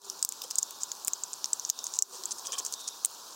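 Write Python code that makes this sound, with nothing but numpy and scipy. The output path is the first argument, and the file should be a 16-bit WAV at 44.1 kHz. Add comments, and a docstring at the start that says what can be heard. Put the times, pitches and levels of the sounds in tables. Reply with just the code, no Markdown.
"""Small birds at a wooden seed feeder

Beaks and claws tap close by as short filtered clicks; hulls splinter in dying runs of cracks, claws scratch.
Wings brush the feeder as grains through resonances. Behind lie shaped-noise town murmur and hiss, a faint hum
from a gliding sine and thin far bird calls from narrow noise. A limiter ducks everything after the sharpest taps.
"""
import sys
import numpy as np
from scipy import signal
from scipy.fft import rfft, irfft
from scipy.io import wavfile
from scipy.ndimage import uniform_filter1d, minimum_filter1d

SR = 44100
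rng = np.random.default_rng(int(sys.argv[2]) if len(sys.argv) > 2 else 0)


def to_wav(sig):
    """Store sig (one row per channel, or 1-D mono) as 16-bit WAV at the path in sys.argv[1].

    Samples outside -1..1 are clipped; the rate is SR.
    """
    pcm = np.clip(np.atleast_2d(sig), -1, 1) * 32767
    pcm = np.round(pcm).astype(np.int16)
    wavfile.write(sys.argv[1], SR, pcm.T)  # frames by channels


N = 147735


def amp(db):
    """Turns dB into a linear factor."""
    return 10 ** (np.asarray(db) / 20)


def evened(x):
    """Scales to rms 1."""
    return x / np.sqrt(np.mean(x ** 2) + 1e-20)


def read(points, hz):
    """Reads a spectrum curve in dB on a log-frequency axis."""
    f, db = np.transpose(points)
    return np.interp(np.log(hz + 1), np.log(f + 1), db)


def add(mix, s, sound):
    """Mixes a sound in at time s, cutting whatever falls outside."""
    at = round(s * SR)
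    sound = sound[max(-at, 0):]
    part = mix[max(at, 0):][:len(sound)]
    part += sound[:len(part)]


def colour(x, points):
    """Filters by a spectrum, keeping the power of white noise."""
    gain = evened(amp(read(points, np.fft.rfftfreq(len(x), 1 / SR))))
    return irfft(rfft(x) * gain, len(x))


def resonate(x, hz, width):
    """A resonance of gain 1 that can follow a pitch curve: shift to 0 Hz, smooth, shift back."""
    turn = np.exp(2j * np.pi * np.cumsum(hz * np.ones(len(x))) / SR)
    r = np.exp(-np.pi * width / SR)
    smoothed = signal.lfilter([1 - r], [1, -r], x / turn + 1e-18)
    return 2 * (turn * smoothed).real


def arch(length):
    """Half a sine, length seconds long."""
    return np.sin(np.linspace(0, np.pi, int(length * SR))).clip(0)


def strokes(rows):
    """Level curve of a set of strokes, each swelling and fading."""
    level = np.zeros(N)
    for start, length, db in rows:
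        add(level, start, amp(db) * arch(length) ** 0.28)
    return level


def grains(rate, spread_db):
    """Random tiny impacts of uneven size and either sign, at a mean rate per second."""
    size = amp(spread_db * np.minimum(rng.exponential(1, N), 4))
    hits = rng.random(N) < rate / SR
    return evened(size * rng.choice([-1, 1], N) * hits)


def drift(count):
    """Slow random wandering, about rms 1."""
    smooth = uniform_filter1d(rng.standard_normal(N), size=700)
    return evened(uniform_filter1d(smooth, size=400))[:count]


def patchy(x):
    """Lets narrow bands of a noise swell and thin at random."""
    depth_db, frames, bins = 2, 9, 8
    z = signal.stft(x, nperseg=512, noverlap=384)[2]
    patches = uniform_filter1d(rng.standard_normal(z.T.shape).T, size=frames, axis=1)
    patches = uniform_filter1d(patches, size=bins, axis=0)
    z = z * amp(depth_db * evened(patches))
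    return evened(signal.istft(z, nperseg=512, noverlap=384)[1][:N])


def murmur_and_hiss():
    """Town murmur as steady coloured noise, and hiss whose narrow bands flicker."""
    # Spectrum of the town murmur. Each row: frequency in Hz, relative level in dB per Hz.
    town_curve = [(18, -65), (54, -30), (355, -8), (439, -7.5), (650, -8.5), (995, 1.5), (1280, -5.5),
                  (1420, -6.5), (2100, -26), (2730, -56)]
    # Spectrum of the hiss. Each row: frequency in Hz, relative level in dB per Hz.
    hiss_curve = [(1800, -36), (2400, -18.5), (3000, -13), (3900, -5), (5500, -2), (7300, -4.5),
                  (8200, -11.5), (9300, -12), (11000, -14.5), (15300, -14)]
    town_db, hiss_db = -54, -48
    town, hiss = rng.standard_normal((2, N))
    return amp(town_db) * colour(town, town_curve) + amp(hiss_db) * patchy(colour(hiss, hiss_curve))


def hums():
    """Distant hum: a sine that sinks towards its last pitch while its level wavers."""
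    # Swells of hum. Each row: start in seconds, length in seconds, first pitch in Hz,
    # pitch it settles towards in Hz, level in dB ahead of the background fader.
    hum_rows = [(-.08, 0.32, 450, 364.3, -59.5), (1.9, 0.54, 443, 366, -60)]
    settle_s, waver = .15, .6
    out = np.zeros(N)
    for start, length, first_hz, last_hz, db in hum_rows:
        swell = arch(length)
        t = np.arange(len(swell)) / SR
        pitch = last_hz + (first_hz - last_hz) * np.exp(-t / settle_s)
        tone = np.sin(2 * np.pi * np.cumsum(pitch) / SR)
        add(out, start, amp(db) * swell * evened(tone * (1 + waver * drift(len(swell)))))
    return out


def far_calls():
    """Thin, fuzzy far bird calls: noise through a narrow resonance whose pitch arches up and down."""
    # The calls. Each row: start in seconds, length in seconds, top pitch in Hz,
    # level in dB ahead of the background fader.
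    call_rows = [(0.543, 0.35, 3650, -57.5), (1.634, .28, 3700, -53.5), (2.683, 0.32, 3690, -50.5)]
    dip, width_hz = 0.022, 380  # dip: share by which the pitch starts and ends below its top
    out = np.zeros(N)
    for start, length, top_hz, db in call_rows:
        swell = arch(length)
        pitch = top_hz * (1 - dip * (1 - swell))
        whistle = resonate(rng.standard_normal(len(swell)), pitch, width_hz)
        whistle = resonate(whistle, pitch, width_hz)
        add(out, start, amp(db) * swell * evened(whistle))
    return out


def distance():
    """Everything far away, riding on one slow background fader."""
    # Background fader. Each row: time in seconds, gain in dB.
    fader = [(0, -18.5), (.03, -7.5), (.07, -0.5), (2.0, 0.5), (2.6, 2), (2.8, 0)]
    gain_db = np.interp(np.arange(N) / SR, *np.transpose(fader))
    return (murmur_and_hiss() + hums() + far_calls()) * amp(gain_db)


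def wings():
    """Feathers brush the feeder in rough strokes, each ringing its resonances a little differently."""
    # Wing strokes. Each row: start in seconds, length in seconds, level in dB, treble tilt in dB.
    wing_rows = [(0.431, 0.024, -48, -12), (2.121, 0.038, -51.5, -21), (2.442, .02, -47.5, 2),
                 (2.48, 0.025, -45.5, -8), (2.522, 0.034, -38.5, 3), (2.571, 0.012, -41, -1),
                 (2.585, 0.027, -45, -8)]
    # Resonances of the brushed feeder. Each row: nominal frequency in Hz,
    # width in Hz (doubled in each of two passes), relative level in dB ahead of the tilt.
    feeder_modes = [(495, 83, -3), (753, 165, -5), (1072, 48, 6.5), (1700, 110, -7.5), (2500, 120, -6),
                    (3220, 157, 4.5), (3630, 260, -10)]
    feathers_per_s, spread_db = 1500, 2.04
    pitch_shift, treble_hz = .018, 1000  # each stroke lands elsewhere and shifts the resonances
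    out = np.zeros(N)
    for start, length, db, treble_db in wing_rows:
        swell = np.pad(arch(length) ** .5, (0, 1024))  # room to ring out
        brush = grains(feathers_per_s, spread_db)[:len(swell)] * swell
        ring = 0
        for hz, width, mode_db in feeder_modes:
            pitch = hz * (1 + pitch_shift * rng.standard_normal())
            # the tilt fades in over the octave around treble_hz
            tilt_db = treble_db * np.clip(np.log2(hz / treble_hz) + .5, 0, 1)
            mode = resonate(resonate(brush, pitch, 2 * width), pitch, 2 * width)
            ring += amp(mode_db + tilt_db) * mode
        add(out, start, amp(db) * ring * np.linalg.norm(swell) / np.linalg.norm(ring))
    return out


def claws():
    """Claws catch and slip over wood in short bursts of tiny impacts; seeds tick faintly throughout."""
    # Claw scratches. Each row: start in seconds, length in seconds, level in dB.
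    scratch_rows = [(.044, 0.014, -46), (.191, 0.0027, -36.5), (.422, 0.031, -45), (.503, 0.018, -37),
                    (.579, 0.018, -33), (.622, .012, -39), (.805, 0.04, -41.5), (1.33, 0.011, -37),
                    (1.456, 0.0047, -33), (1.615, 0.082, -50), (1.835, 0.046, -43.5), (1.935, 0.037, -39.5),
                    (2.12, 0.046, -45), (2.308, 0.02, -33.5), (2.382, 0.015, -38), (2.45, 0.035, -40),
                    (2.52, 0.028, -37.5), (2.58, 0.017, -32), (2.648, 0.036, -40.5), (2.722, 0.027, -40),
                    (2.798, 0.021, -41.5), (2.874, 0.017, -32.5)]
    # Spectrum of scratches and ticks. Each row: frequency in Hz, relative level in dB.
    scratch_curve = [(1000, -23.5), (2000, -19), (3000, -14.5), (4500, -2.5), (6000, 8), (7500, 4.5),
                     (9500, -1), (12000, -23.5), (16000, -18)]
    slips_per_s, slip_spread_db = 1800, 3
    ticks_per_s, tick_spread_db, ticks_db = 70, 2.5, -59
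    slips = grains(slips_per_s, slip_spread_db) * strokes(scratch_rows)
    ticks = amp(ticks_db) * grains(ticks_per_s, tick_spread_db)
    return colour(slips + ticks, scratch_curve)


def thump():
    """One short, dull push of air under a hard tap: a one-sided pulse that jumps up and decays."""
    # The pulse: start in seconds, level in dB (it peaks 6 dB lower), time scale in seconds.
    s, db, length = (.25, -18, 0.00016)
    out = np.zeros(N)
    u = np.arange(1024) / SR / length
    add(out, s, amp(db) * u * np.exp(1 - 2 * u))
    return out


def click(db, centre, width, crack_db, body_db):
    """One contact: a very short ring with a hard crack and a woody body, coloured by the spot struck."""
    # Spectrum of the woody body. Each row: frequency in Hz, level in dB ahead of the tap's own body level.
    body_curve = [(100, -37), (900, -11), (2000, -16.5), (2900, -8), (4500, -2), (9000, -17.5)]
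    # Spectrum of the hard crack. Each row: frequency in Hz, level in dB ahead of the tap's own crack level.
    crack_curve = [(2000, -48), (5500, -7), (10000, -1.5), (12000, -4), (15000, 2.5), (17000, -11)]
    spot_db, spot_width_hz = 3.5, 701  # every struck spot has resonances of its own
    contact_s = .00007  # soft meeting of beak and wood: each frequency is delayed by about twice this
    trim_db = 1  # of all contacts
    hz = abs(np.fft.fftfreq(2048, 1 / SR))
    ring = 1 / (1 + ((hz - centre) / width) ** 4)
    body = amp(body_db + read(body_curve, hz))
    crack = amp(crack_db + read(crack_curve, hz))
    spot = np.interp(hz / spot_width_hz, np.arange(128), rng.standard_normal(128))
    gain = (ring + body + crack) * amp(spot_db * spot)
    build_up = np.exp(-2j * np.pi * np.cumsum(np.diff(hz, prepend=0) * contact_s * (2 + spot)))
    # minimum phase puts the energy as early as the spectrum allows
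    spectrum = np.exp(np.conj(signal.hilbert(np.log(gain)))) * build_up
    sound = np.roll(irfft(spectrum[:1025]), 10)[:400] * signal.windows.tukey(400, .04)
    return sound * amp(db + trim_db) / abs(signal.hilbert(sound)).max()


def aftermath(db):
    """What follows a contact: a brief rattle, one echo off the nearest surface and a faint tail."""
    rattle_db, rattle_t60, tail_db, tail_t60 = -8, 0.016, -16, 0.046  # times in seconds
    soft_tap_db, rattle_slope = -18.5, -0.46  # harder taps are cleaner: dB of rattle per dB of strength
    echo_s, echo_db = .0038, -17.5
    t = np.arange(2048) / SR
    decays = amp(-60 * t / np.array([[rattle_t60], [tail_t60]]))
    rattle, tail = rng.standard_normal((2, len(t))) * (t > .0003) * decays
    rattle_gain = amp(rattle_db + rattle_slope * (db - soft_tap_db))
    path = rattle_gain * rattle / np.linalg.norm(rattle) + amp(tail_db) * tail / np.linalg.norm(tail)
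    path[0] += 1  # the contact itself
    path[round(echo_s * SR)] += amp(echo_db)
    return path


def taps():
    """Single taps of beak and claw on wood, each a click with its rattle, echo and tail."""
    # The taps. Each row: start in seconds, peak level in dB ahead of the common trim, ring centre in Hz,
    # ring half-width in Hz, level of the hard crack in dB, level of the woody body in dB.
    tap_rows = [(0.0994, -18, 6800, 1630, -16, -19), (0.227, 3, 7220, 1530, -30, -18),
                (0.249, 4.5, 6770, 1830, -5, -31), (0.2899, -7.5, 6900, 1030, -15.5, -44),
                (0.3226, -18, 7200, 1170.0, -16, -5), (0.5096, -15.5, 5870, 1480, -10.5, -3.5),
                (0.5562, -12.5, 7580, 1240, -22, -30), (0.5848, -2, 6470, 1250, -19.5, -48),
                (0.588, -6, 7600, 1410, -27, -26), (0.6292, -11.5, 6830, 1010, -23, -22),
                (0.7084, -19, 7400, 810.0, -9, -8), (0.8335, -13.5, 7180, 1260, -26, -29),
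                (0.9169, -17, 6380, 820, -29, -13), (1.048, -18, 7440, 1260.0, -9, -29),
                (1.0741, -11.5, 8020, 1170.0, -16, -18), (1.134, -12, 6820, 810.0, -32, -29),
                (1.2361, -15, 6940, 1160, -34, -13.5), (1.332, -20.5, 7130, 1170.0, -31, -17),
                (1.4431, -11.5, 6240, 1080, -46.5, -12.5), (1.5966, -18.5, 6100, 1070, -19, -18),
                (1.6499, -16, 6160, 910, -35, -21), (1.6925, -18.5, 7360, 900.0, -35, -18),
                (1.6996, 3.5, 6300, 900, -17.5, -18.5), (1.7896, -19.5, 6300, 900, -30, -10),
                (1.8415, -18.5, 6500, 1080.0, -10, -26), (1.8674, -18.5, 7040, 990.0, -30, -15),
                (1.9383, -17, 6300, 1620.0, -32, -14), (1.989, 2, 6720, 1350, -28, -27),
                (2.0231, 6, 7140, 1310, -16, -21.5), (2.2367, -19, 6500, 1710.0, -19, -15),
                (2.2558, -15.5, 7070, 1150, -16.5, -37), (2.4697, -18.5, 6000, 1470, -16, -10),
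                (2.5214, -18, 6100, 1530.0, -27, -4), (2.5881, -16.5, 6500, 1530.0, -11, -9),
                (2.5992, -20, 6660, 1170.0, -23, -20), (2.65, -16, 7000, 1480, -15, -30),
                (2.6638, -16.5, 6600, 990.0, -27, -19), (2.7245, -17.5, 7260, 1960, -15, -15),
                (2.7386, -16.5, 6040, 2100, -16, -30), (2.8782, -19.5, 6200, 1520, -38, -10),]
    out = np.zeros(N)
    for s, db, *tone in tap_rows:
        add(out, s, signal.fftconvolve(click(db, *tone), aftermath(db)))
    return out


def hulls():
    """Seed hulls splinter: one click repeated in a quick, dying run of random cracks."""
    # The crunches. Each row: start in seconds, level in dB ahead of run scaling and trim, ring centre in Hz,
    # ring half-width in Hz, crack level in dB, woody body level in dB, decay of the run in seconds.
    crunch_rows = [(.418, -24, 5530, 2180, -1.5, 4, 0.0024), (.438, -27.5, 6200, 1700, -8, -4, 0.0017),
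                   (1.0806, -8.5, 7300, 1210, -13, -7, 0.00056),
                   (1.5315, -14.5, 7240, 1330, -31, -25.5, 0.0015),
                   (3.0484, -2, 8570, 1820, -20, -11.5, 0.00087),
                   (3.057, -11, 7600, 1290, -6, -12, 0.00063)]
    cracks_per_s = 5000
    out, t = np.zeros(N), np.arange(1024) / SR
    for s, db, *tone, decay in crunch_rows:
        hits = (rng.random(len(t)) < cracks_per_s / SR) | (t == 0)
        cracks = rng.choice([-1, 1], len(t)) * np.exp(-t / decay) * hits
        # hold each run at its expected energy
        cracks *= np.sqrt(1 + cracks_per_s * decay / 2) / np.linalg.norm(cracks)
        run = np.convolve(click(db, *tone), cracks)
        add(out, s, signal.fftconvolve(run, aftermath(db)))
    return out


def scene():
    """Birds at the feeder over the distant background."""
    return (distance() + wings() + claws() + thump() + taps() + hulls())[None]


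def record(dry):
    """A peak limiter that clamps at once and recovers steadily; the microphone's notch and the band limit."""
    ceiling_db, recover_db_per_s = -6, 102.5
    notch_hz, notch_width_hz = 2093, 177  # the microphone's dead spot
    edge_hz = 16100
    over_db = np.maximum(20 * np.log10(abs(dry[0]) + 1e-9) - ceiling_db, 0)
    over_db = -minimum_filter1d(-over_db, size=41)  # widen each peak to both sides
    fall = np.arange(N) * recover_db_per_s / SR
    duck_db = np.maximum.accumulate(over_db + fall) - fall
    duck_db = uniform_filter1d(duck_db, size=21)
    notched = signal.lfilter(*signal.iirnotch(notch_hz, notch_hz / notch_width_hz, SR), dry)
    edge = signal.firwin(255, edge_hz, window=("kaiser", 9), fs=SR)
    return signal.oaconvolve(notched * amp(-duck_db), edge[None], "same")


dry = scene()
out = record(dry)
to_wav(out)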